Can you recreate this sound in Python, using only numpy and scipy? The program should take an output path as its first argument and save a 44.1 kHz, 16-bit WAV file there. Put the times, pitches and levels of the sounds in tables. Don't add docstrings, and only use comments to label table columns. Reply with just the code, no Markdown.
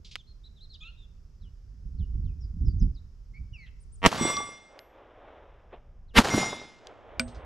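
import sys
import numpy as np
from scipy import signal
from scipy.fft import rfft, irfft
from scipy.io import wavfile
from scipy.ndimage import uniform_filter1d, minimum_filter1d

SR = 44100
rng = np.random.default_rng(int(sys.argv[2]) if len(sys.argv) > 2 else 0)


def master(y):
    cut = np.clip(np.atleast_2d(y).T, -1, 1)
    pcm = np.round(cut * 32767)
    wavfile.write(sys.argv[1], SR, pcm.astype(np.int16))


N = 328545
TIME = np.arange(N) / SR

# t/s, report/dB, echo/dB, pre-echo stutter/dB, pre-echo swell/dB, thump/dB
PISTOL_SHOTS = [(4.0612, 24.5, -1, -9, -28, -23), (6.1875, 21, 2, -25, -8.5, -1.5)]


def muzzle_blast(thump_db, push_s=.0012, crack_s=.0019, thump_s=.004, drive=1.3):
    # f/Hz, level/dB
    crack_spectrum = [(150, -2), (400, 6.5), (900, 8), (2200, -4.5), (4000, -8), (6000, -5), (8500, -13),
                      (12000, -24), (16000, -38.5)]
    t = TIME[:SR // 20]
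    push = cut((1 - t / push_s) * np.exp(-t / push_s), 120, "high", order=1)
    crack = coloured_noise(len(t), crack_spectrum)
    crack[1] = cut(crack[1], 3000, "high")
    crack = enveloped(ports(crack, side_db=-6), np.exp(-t / crack_s))
    thump = amp(thump_db) * np.sin(2 * np.pi * 235 * t) * np.exp(-t / thump_s)
    pressure = ground_bounce(.85 * push + amp(-1) * crack + thump)
    rebound = cut(np.exp(-t / .0035), 500, "low")
    add(pressure, .0078, amp(-16) * rebound)
    return cut(np.tanh(drive * pressure), 7300, "low", order=3)


def ground_bounce(direct, delay_s=.0043, db=-2.5):
    wave = direct.copy()
    add(wave, delay_s, amp(db) * cut(direct, 5000, "low", order=1))
    return wave


def shots(stutter_s=.0106, swell_s=.02):
    # f/Hz, level/dB
    swell_spectrum = [(35, -33.5), (60, -0.5), (780, -3), (916, -6), (2260, -4.5), (2470, -8), (3050, -8),
                      (6680, -23), (7860, -26), (11900, -26.5), (15000, -60.5)]
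    out, t = np.zeros((2, N)), TIME[:SR // 20]
    fade_in = np.exp(-((t[-1] - t) / swell_s) ** 2)
    for s, db, _, stutter_db, swell_db, thump_db in PISTOL_SHOTS:
        blast = muzzle_blast(thump_db)
        add(out, s, amp(db) * blast)
        pre_echo = cut(blast, 3300, "low", order=3)
        for k in range(1, 5):
            add(out, s - k * stutter_s, amp(stutter_db - 2 * (k * k - 3.5)) * pre_echo)
        swell = ground_bounce(ports(coloured_noise(len(t), swell_spectrum), side_db=-22))
        add(out, s - t[-1], amp(swell_db) * unit(swell) * fade_in)
    return out


def steel_plate(swing_db=2.8, swing_hz=6.5, bloom_db=15, bloom_s=.04):
    # f/Hz, level struck in the middle/dB, level struck near the rim/dB, t60/s
    modes = [(1152, -23, -33, .62), (2111, -22, -22, .8), (3472, -24, -35, .68), (3787, -40, -33, .6),
             (4613, -40, -45, .42), (5093, -36, -31, .72), (5747, -22, -24, .62), (6934, -41, -27, .58),
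             (7958, -21, -37, .56), (8248, -46, -41, .62), (8990, -52, -35, .55), (10370, -40, -40, .62),
             (11220, -59, -40, .45), (12950, -50, -48, .43), (13610, -52, -46, .5), (13910, -49, -54, .43)]
    # t/s, level/dB, nearness to rim/0-1, favoured f/Hz, roll-off/dB per octave^2, t60 factor, tick/dB
    strikes = [(4.177, 1, 0, 4000, 0, .98, -19), (4.368, 0, 0, 1000, 16, .42, -26),
               (6.302, 3, 1, 4000, 0, .8, -31), (6.497, -5, 1, 3800, 60, .7, -44)]
    out, t = np.zeros((2, N)), TIME[:2 * SR]
    attack = 1 - np.exp(-t / .0012)
    for s, blow_db, rim, favoured_hz, rolloff_db, sustain, tick_db in strikes:
        add(out, s, amp(tick_db) * burst(4400, octaves=.48, decay_s=.0023))
        for hz, middle_db, rim_db, t60 in modes:
            speeds, starts = rng.random((2, 4))
            sweeps = [swing_hz * (k + .5 + speeds[k]) * t + starts[k] for k in range(4)]
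            lobes = unit(sum(np.sin(2 * np.pi * sweeps[k]) / np.sqrt(k + 1) for k in range(4)))
            waver_db = swing_db * np.sqrt(hz / 5000) * lobes
            mode_db = blow_db + middle_db + rim * (rim_db - middle_db)
            mode_db -= rolloff_db * np.log2(hz / favoured_hz) ** 2
            dull_db = bloom_db * (1 - .5 * rim) * min(hz / 4000, 1) * np.exp(-t / bloom_s)
            level = attack * amp(mode_db - dull_db + waver_db - 60 * t / (t60 * sustain))
            port_phase = np.array([[0], [rng.standard_normal() / 2]])
            add(out, s, level * np.sin(2 * np.pi * hz * t + port_phase))
    return out


def landscape():
    # delay/s, level/dB, time to fade 20 dB/s
    slope = [(0, 10.5, 0.03), (.062, -11, 0.1246), (.16, -26.5, 0.2025), (.34, -48, 0.3555)]
    hills = [(.45, -61, .5), (.7, -51.5, 0.32), (.93, -52, .5), (1.22, -50, 0.71), (1.675, -42, 0.05)]
    # f/Hz, level/dB
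    slope_spectrum = [(30, -9.5), (110, 0.5), (220, 2), (400, -1.5), (900, -1.5), (2000, -9), (4000, -11.5),
                      (7000, -17.5), (10000, -24), (13000, -30), (16000, -47)]
    hills_spectrum = [(59, -48), (100, -4.5), (177, -28.5), (204, -14), (348, -5.5), (571, -1), (1330, -12),
                      (3570, -25.5), (5150, -56.5), (8000, -69.5), (10400, -88), (17600, -120)]
    # delay/s, level/dB, centre f/Hz, decay/s
    slaps = [(.066, -1.5, 902, .003), (.15, -10, 170.5, 0.016), (.191, -9, 366, 0.0022),
             (0.241, -26.5, 605, 0.0074), (.341, -30, 600, .008), (.428, -39, 442, 0.0066)]
    out = np.zeros((2, N))
    for s, _, echo_db, *_ in PISTOL_SHOTS:
        add(out, s, amp(echo_db) * scatter(slope, slope_spectrum, rise=.25, grain_db=2.2))
        add(out, s, amp(echo_db) * scatter(hills, hills_spectrum, rise=.5, grain_db=1))
        for delay, db, hz, decay_s in slaps:
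            add(out, s + delay, amp(echo_db + db) * burst(hz, octaves=.68, decay_s=decay_s))
    return out


def scatter(patches, spectrum, rise, grain_db, air_db_per_s=38):
    t = TIME[:2 * SR + SR // 8]
    clump_sizes = np.minimum(rng.exponential(1, len(t) // 44 + 1), 4)
    clumps = np.repeat(clump_sizes, 44)[:len(t)]
    taps = amp(grain_db * clumps) * rng.standard_normal((2, len(t)))
    echo = ports(colour(taps, spectrum), side_db=-13) * swells(patches, t, rise)
    body = signal.oaconvolve(echo, signal.firwin(31, 8000, fs=SR)[None], "same")
    return body + (echo - body) * amp(-air_db_per_s * t)


def handling_and_brass():
    # t/s, level/dB, centre f/Hz, width/octaves, decay/s
    clicks = [(0.045, -50, 3860, 0.49, 0.04), (0.11, -47.5, 3670, 0.52, 0.033),
              (0.156, -21, 2400, 0.88, 0.00086), (0.16, -30, 1630, 1, 0.0013),
              (4.791, -36, 3260, 0.68, 0.0013), (6.871, -34, 4300, 0.35, 0.0011),
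              (7.196, -15.5, 2180, 0.94, 0.001), (7.199, -37.5, 1800, 0.95, 0.014),
              (7.198, -34, 8270, 0.017, 0.014), (7.277, -54.5, 4150, 0.58, 0.025),
              (7.345, -57.5, 4460, 0.4, 0.023)]
    # t/s, f/Hz, level/dB, t60/s
    rings = [(4.791, 11780, -65, 0.35), (4.791, 12300, -70, 0.27), (7.198, 8200, -47, 0.33),
             (7.198, 242, -28.5, 0.32), (7.198, 526, -40.5, 0.34), (7.198, 650, -37.5, 0.23),
             (7.197, 2340, -16.5, 0.026), (7.197, 1490, -29, 0.067), (7.1965, 4900, -16.5, 0.012)]
    out, t = np.zeros((2, N)), TIME[:SR]
    for s, db, hz, octaves, decay_s in clicks:
        add(out, s, amp(db) * burst(hz, octaves, decay_s))
    for s, hz, db, t60 in rings:
        add(out, s, amp(db - 60 * t / t60) * np.sin(2 * np.pi * hz * t))
    return out


def wind(breeze_db=-49, gust_db=-3, eddy_db=3, hiss_db=-75):
    # t/s, level/dB, time to fade 20 dB/s
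    low_swells = [(1.43, -40, 0.2), (1.9, -33.5, 0.3), (2.0, -23.5, 0.09), (2.18, -24, 0.32),
                  (2.45, -26, 0.07), (2.66, -19, 0.2969), (2.825, -13.5, .095), (3.42, -34.5, 0.3),
                  (7.23, -38, 0.25), (7.36, -39.5, 0.53)]
    # f/Hz, level/dB
    breeze_spectrum = [(8.8, -34), (15, -4.5), (38, 3.5), (79, -6), (234, -27), (267, -28), (305, -39),
                       (372, -34), (800, -60), (1040, -83.5), (1760, -120)]
    gust_spectrum = [(10, -31), (25, -3), (55, 7), (100, -0.5), (210, -16.5), (300, -25.5), (400, -37.5),
                     (600, -71), (1200, -88.5)]
    leaf_spectrum = [(240, -24), (400, -4), (734, -15), (1290, -14), (2120, -21.5), (4130, -24),
                     (5190, -14), (10400, -38), (11900, -30.5), (13300, -36.5), (15000, -45.5)]
    breeze = ports(coloured_noise(N, breeze_spectrum), side_db=-19)
    gust = ports(coloured_noise(N, gust_spectrum), side_db=-19)
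    hiss = ports(coloured_noise(N, leaf_spectrum), side_db=-5)
    gust *= amp(eddy_db * unit(cut(rng.standard_normal(N), 25, "low")))
    gust /= np.sqrt(uniform_filter1d(gust[0] ** 2, SR // 10) + 1e-3)
    force = swells(low_swells, TIME, rise=.54)
    brightness = (force / amp(-22)) ** .6
    gust += cut(gust, 140, "high", order=1) * (brightness - 1)
    freshen_db = 11.5 * np.exp(-((TIME - 2.185) / .45) ** 2)
    rumble = breeze * amp(breeze_db + freshen_db - breeze_dip()) + gust * amp(gust_db) * force
    hiss *= amp(hiss_db + curve([(4, 0), (4.6, -8)], TIME))
    shelter = amp([[-2], [2]])
    return cut(rumble, 450, "low", order=4) * shelter + hiss


def breeze_dip(depth_db=20.5, sink_s=.55, recovery_db_per_s=15):
    ages = np.array([TIME - s for s, *_ in PISTOL_SHOTS])
    sinking = depth_db * ages / sink_s
    recovering = depth_db - recovery_db_per_s * (ages - sink_s)
    return np.maximum(np.minimum(sinking, recovering).max(0), 0)


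def birds(wet_db=-9, trees_t60=.55):
    # t/s, length/s, middle f/Hz, glide/octaves, arch/octaves, level/dB
    warbles = [(0.178, .045, 3480, -0.36, .07, -60), (0.259, 0.078, 4200, 0, 0.041, -65.5),
               (.432, .056, 3990, .03, .2, -59.5), (0.554, 0.052, 3720, -0.42, .16, -67),
               (0.596, 0.071, 4160, 0.096, 0.32, -58), (.685, .09, 3920, -0.77, 0.26, -58),
               (0.801, 0.046, 3580, -.18, 0.37, -52.5), (0.845, 0.039, 3630, -0.19, .26, -57.5),
               (0.961, .11, 3630, -0.2, 0.052, -66)]
    # t/s, length/s, held f/Hz, drop/Hz, level/dB
    slurs = [(0.733, 0.038, 3640, 1500, -55), (1.396, 0.11, 2920, 1400, -73), (1.97, .1, 2850, 1500, -71.5),
             (2.226, 0.12, 2470, 2000, -76.5), (2.395, .08, 4950, 700, -67.5),
             (2.64, .095, 4650, 750, -65.5), (2.788, .055, 4950, 1300, -61.5),
             (2.938, 0.064, 3820, 1400, -67), (6.075, .07, 2800, 1500, -74)]
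    # t/s, length/s, middle f/Hz, glide/octaves, level/dB, 2nd harmonic/dB, rasp/share of f
    squawks = [(.8, .12, 1330, 0.29, -52.5, 14, .02), (3.331, 0.069, 2230, 0.16, -58.5, -21.5, .022),
               (3.527, 0.054, 2694, -.34, -53.5, -18.5, .013), (3.563, .11, 2156, -.38, -56.5, -13, .02),
               (3.655, .046, 2790, -.4, -62.5, -23, .18)]
    # t/s, middle f/Hz, level/dB
    peeps = [(3.794, 9540, -71), (3.915, 9400, -63)]
    song = np.zeros(N)
    for s, length, hz, glide, height, db in warbles:
        pitch = arch(length, hz, glide, height)
        add(song, s, amp(db) * whistle(pitch, rasp=.025, second_db=-13, third_db=-38.5))
    for s, length, hz, drop_hz, db in slurs:
        progress = np.linspace(0, 1, round(length * SR))
        pitch = hz + drop_hz * np.exp(-((progress - .13) / .28) ** 2)
        add(song, s, amp(db) * whistle(pitch, rasp=.028, second_db=-24, third_db=-50))
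    for s, length, hz, glide, db, second_db, rasp in squawks:
        pitch = arch(length, hz, glide, height=0)
        add(song, s, amp(db) * whistle(pitch, rasp, second_db, third_db=second_db - 12))
    for s, hz, db in peeps:
        pitch = arch(.056, hz, glide=-.3, height=.72)
        add(song, s, amp(db) * whistle(pitch, rasp=.014, second_db=-35, third_db=-60))
    t = TIME[:SR // 2]
    trees = rng.standard_normal((2, len(t))) * amp(-60 * t / trees_t60)
    trees /= np.linalg.norm(trees[0])
    return song + amp(wet_db) * signal.fftconvolve(song[None], trees, axes=1)[:, :N]


def whistle(hz, rasp, second_db, third_db):
    jitter = unit(cut(rng.standard_normal(SR // 4), 300, "low"))[:len(hz)]
    phase = 2 * np.pi * np.cumsum(hz * (1 + rasp * jitter)) / SR
    overtones = sum(amp(db) * np.sin(k * phase) * (k * hz < SR / 2)
                    for k, db in [(2, second_db), (3, third_db)])
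    tone = np.sin(phase) + cut(overtones, 6200, "low", order=8)
    return unit(tone * signal.windows.tukey(len(hz), .6))


def arch(length, hz, glide, height):
    u = np.linspace(-1, 1, round(length * SR))
    return hz * 2 ** (glide * u / 2 - height * u ** 2)


def burst(hz, octaves, decay_s):
    f, t = np.fft.rfftfreq(8192, 1 / SR), TIME[:8192]
    band = np.exp(-.5 * (np.log2((f + 1) / hz) / octaves) ** 2)
    noise = irfft(rfft(rng.standard_normal((2, len(t)))) * band)
    attack = 1 - np.exp(-(t / (.073 * decay_s)) ** 2)
    return enveloped(ports(noise, side_db=-12.5), attack * np.exp(-t / decay_s))


def swells(rows, t, rise):
    gains = (amp(db - 20 * np.maximum(t - s, (s - t) / rise) / fade) for s, db, fade in rows)
    return np.sqrt(sum(gain ** 2 for gain in gains))


def amp(db):
    return 10 ** (np.asarray(db) / 20)


def unit(x):
    return x / np.sqrt(np.mean(x ** 2) + 1e-20)


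def enveloped(noise, envelope):
    return unit(noise * envelope) * np.sqrt(np.mean(envelope ** 2))


def curve(rows, at):
    return np.interp(at, *np.transpose(rows))


def colour(x, spectrum):
    hz, db = np.transpose(spectrum)
    f = np.fft.rfftfreq(x.shape[-1], 1 / SR)
    gain = amp(np.interp(np.log(f + 1), np.log(hz + 1), db))
    return unit(irfft(rfft(x) * gain, x.shape[-1]))


def coloured_noise(n, spectrum):
    return colour(rng.standard_normal((2, n)), spectrum)


def cut(x, hz, kind, order=2):
    return signal.sosfilt(signal.butter(order, hz, kind, fs=SR, output="sos"), x)


def add(mix, s, sound):
    part = mix[..., max(round(s * SR), 0):][..., :sound.shape[-1]]
    part += sound[..., :part.shape[-1]]


def ports(pair, side_db):
    return pair[0] + amp(side_db) * np.array([pair[1], -pair[1]])


def from_the_right(x):
    # f/Hz, lag/rad, level/dB
    shading = [(40, 0.24, -1.5), (149, .7, -4), (700, 0.49, -1.5), (2000, 0.69, -0.5), (5000, 0.36, 0),
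               (12000, 0.34, -.5)]
    hz, lag, db = np.transpose(shading)
    log_f = np.log(np.fft.rfftfreq(N, 1 / SR) + 1)
    half = np.array([[.5], [-.5]])
    gain = amp(half * np.interp(log_f, np.log(hz), db))
    phase = half * np.interp(log_f, np.log(hz), lag)
    return irfft(rfft(x) * gain * np.exp(-1j * phase), N)


def narrowed(x):
    # t/s, side level/dB
    width = [(4.7, -1), (5.1, -31), (6.2, -22.5), (6.7, -9.5), (7.2, -2.5)]
    mid = x.mean(0)
    return mid + (x - mid) * amp(curve(width, TIME))


def limiter(x, ceiling_db=-.14, release_db_per_s=115):
    peak_db = 20 * np.log10(abs(x).max(0) + 1e-9)
    release_db = TIME * release_db_per_s
    held_db = np.maximum.accumulate(peak_db + release_db) - release_db
    gain_db = -np.maximum(held_db - ceiling_db, 0)
    return x * amp(uniform_filter1d(minimum_filter1d(gain_db, size=33), size=33))


def scene():
    return from_the_right(shots() + landscape() + steel_plate() + handling_and_brass() + birds()) + wind()


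def record(dry, edge_hz=15400):
    band_limit = signal.firwin(255, edge_hz, window=("kaiser", 8), fs=SR)
    return signal.oaconvolve(limiter(narrowed(dry)), band_limit[None], "same")


dry = scene()
out = record(dry)
master(out)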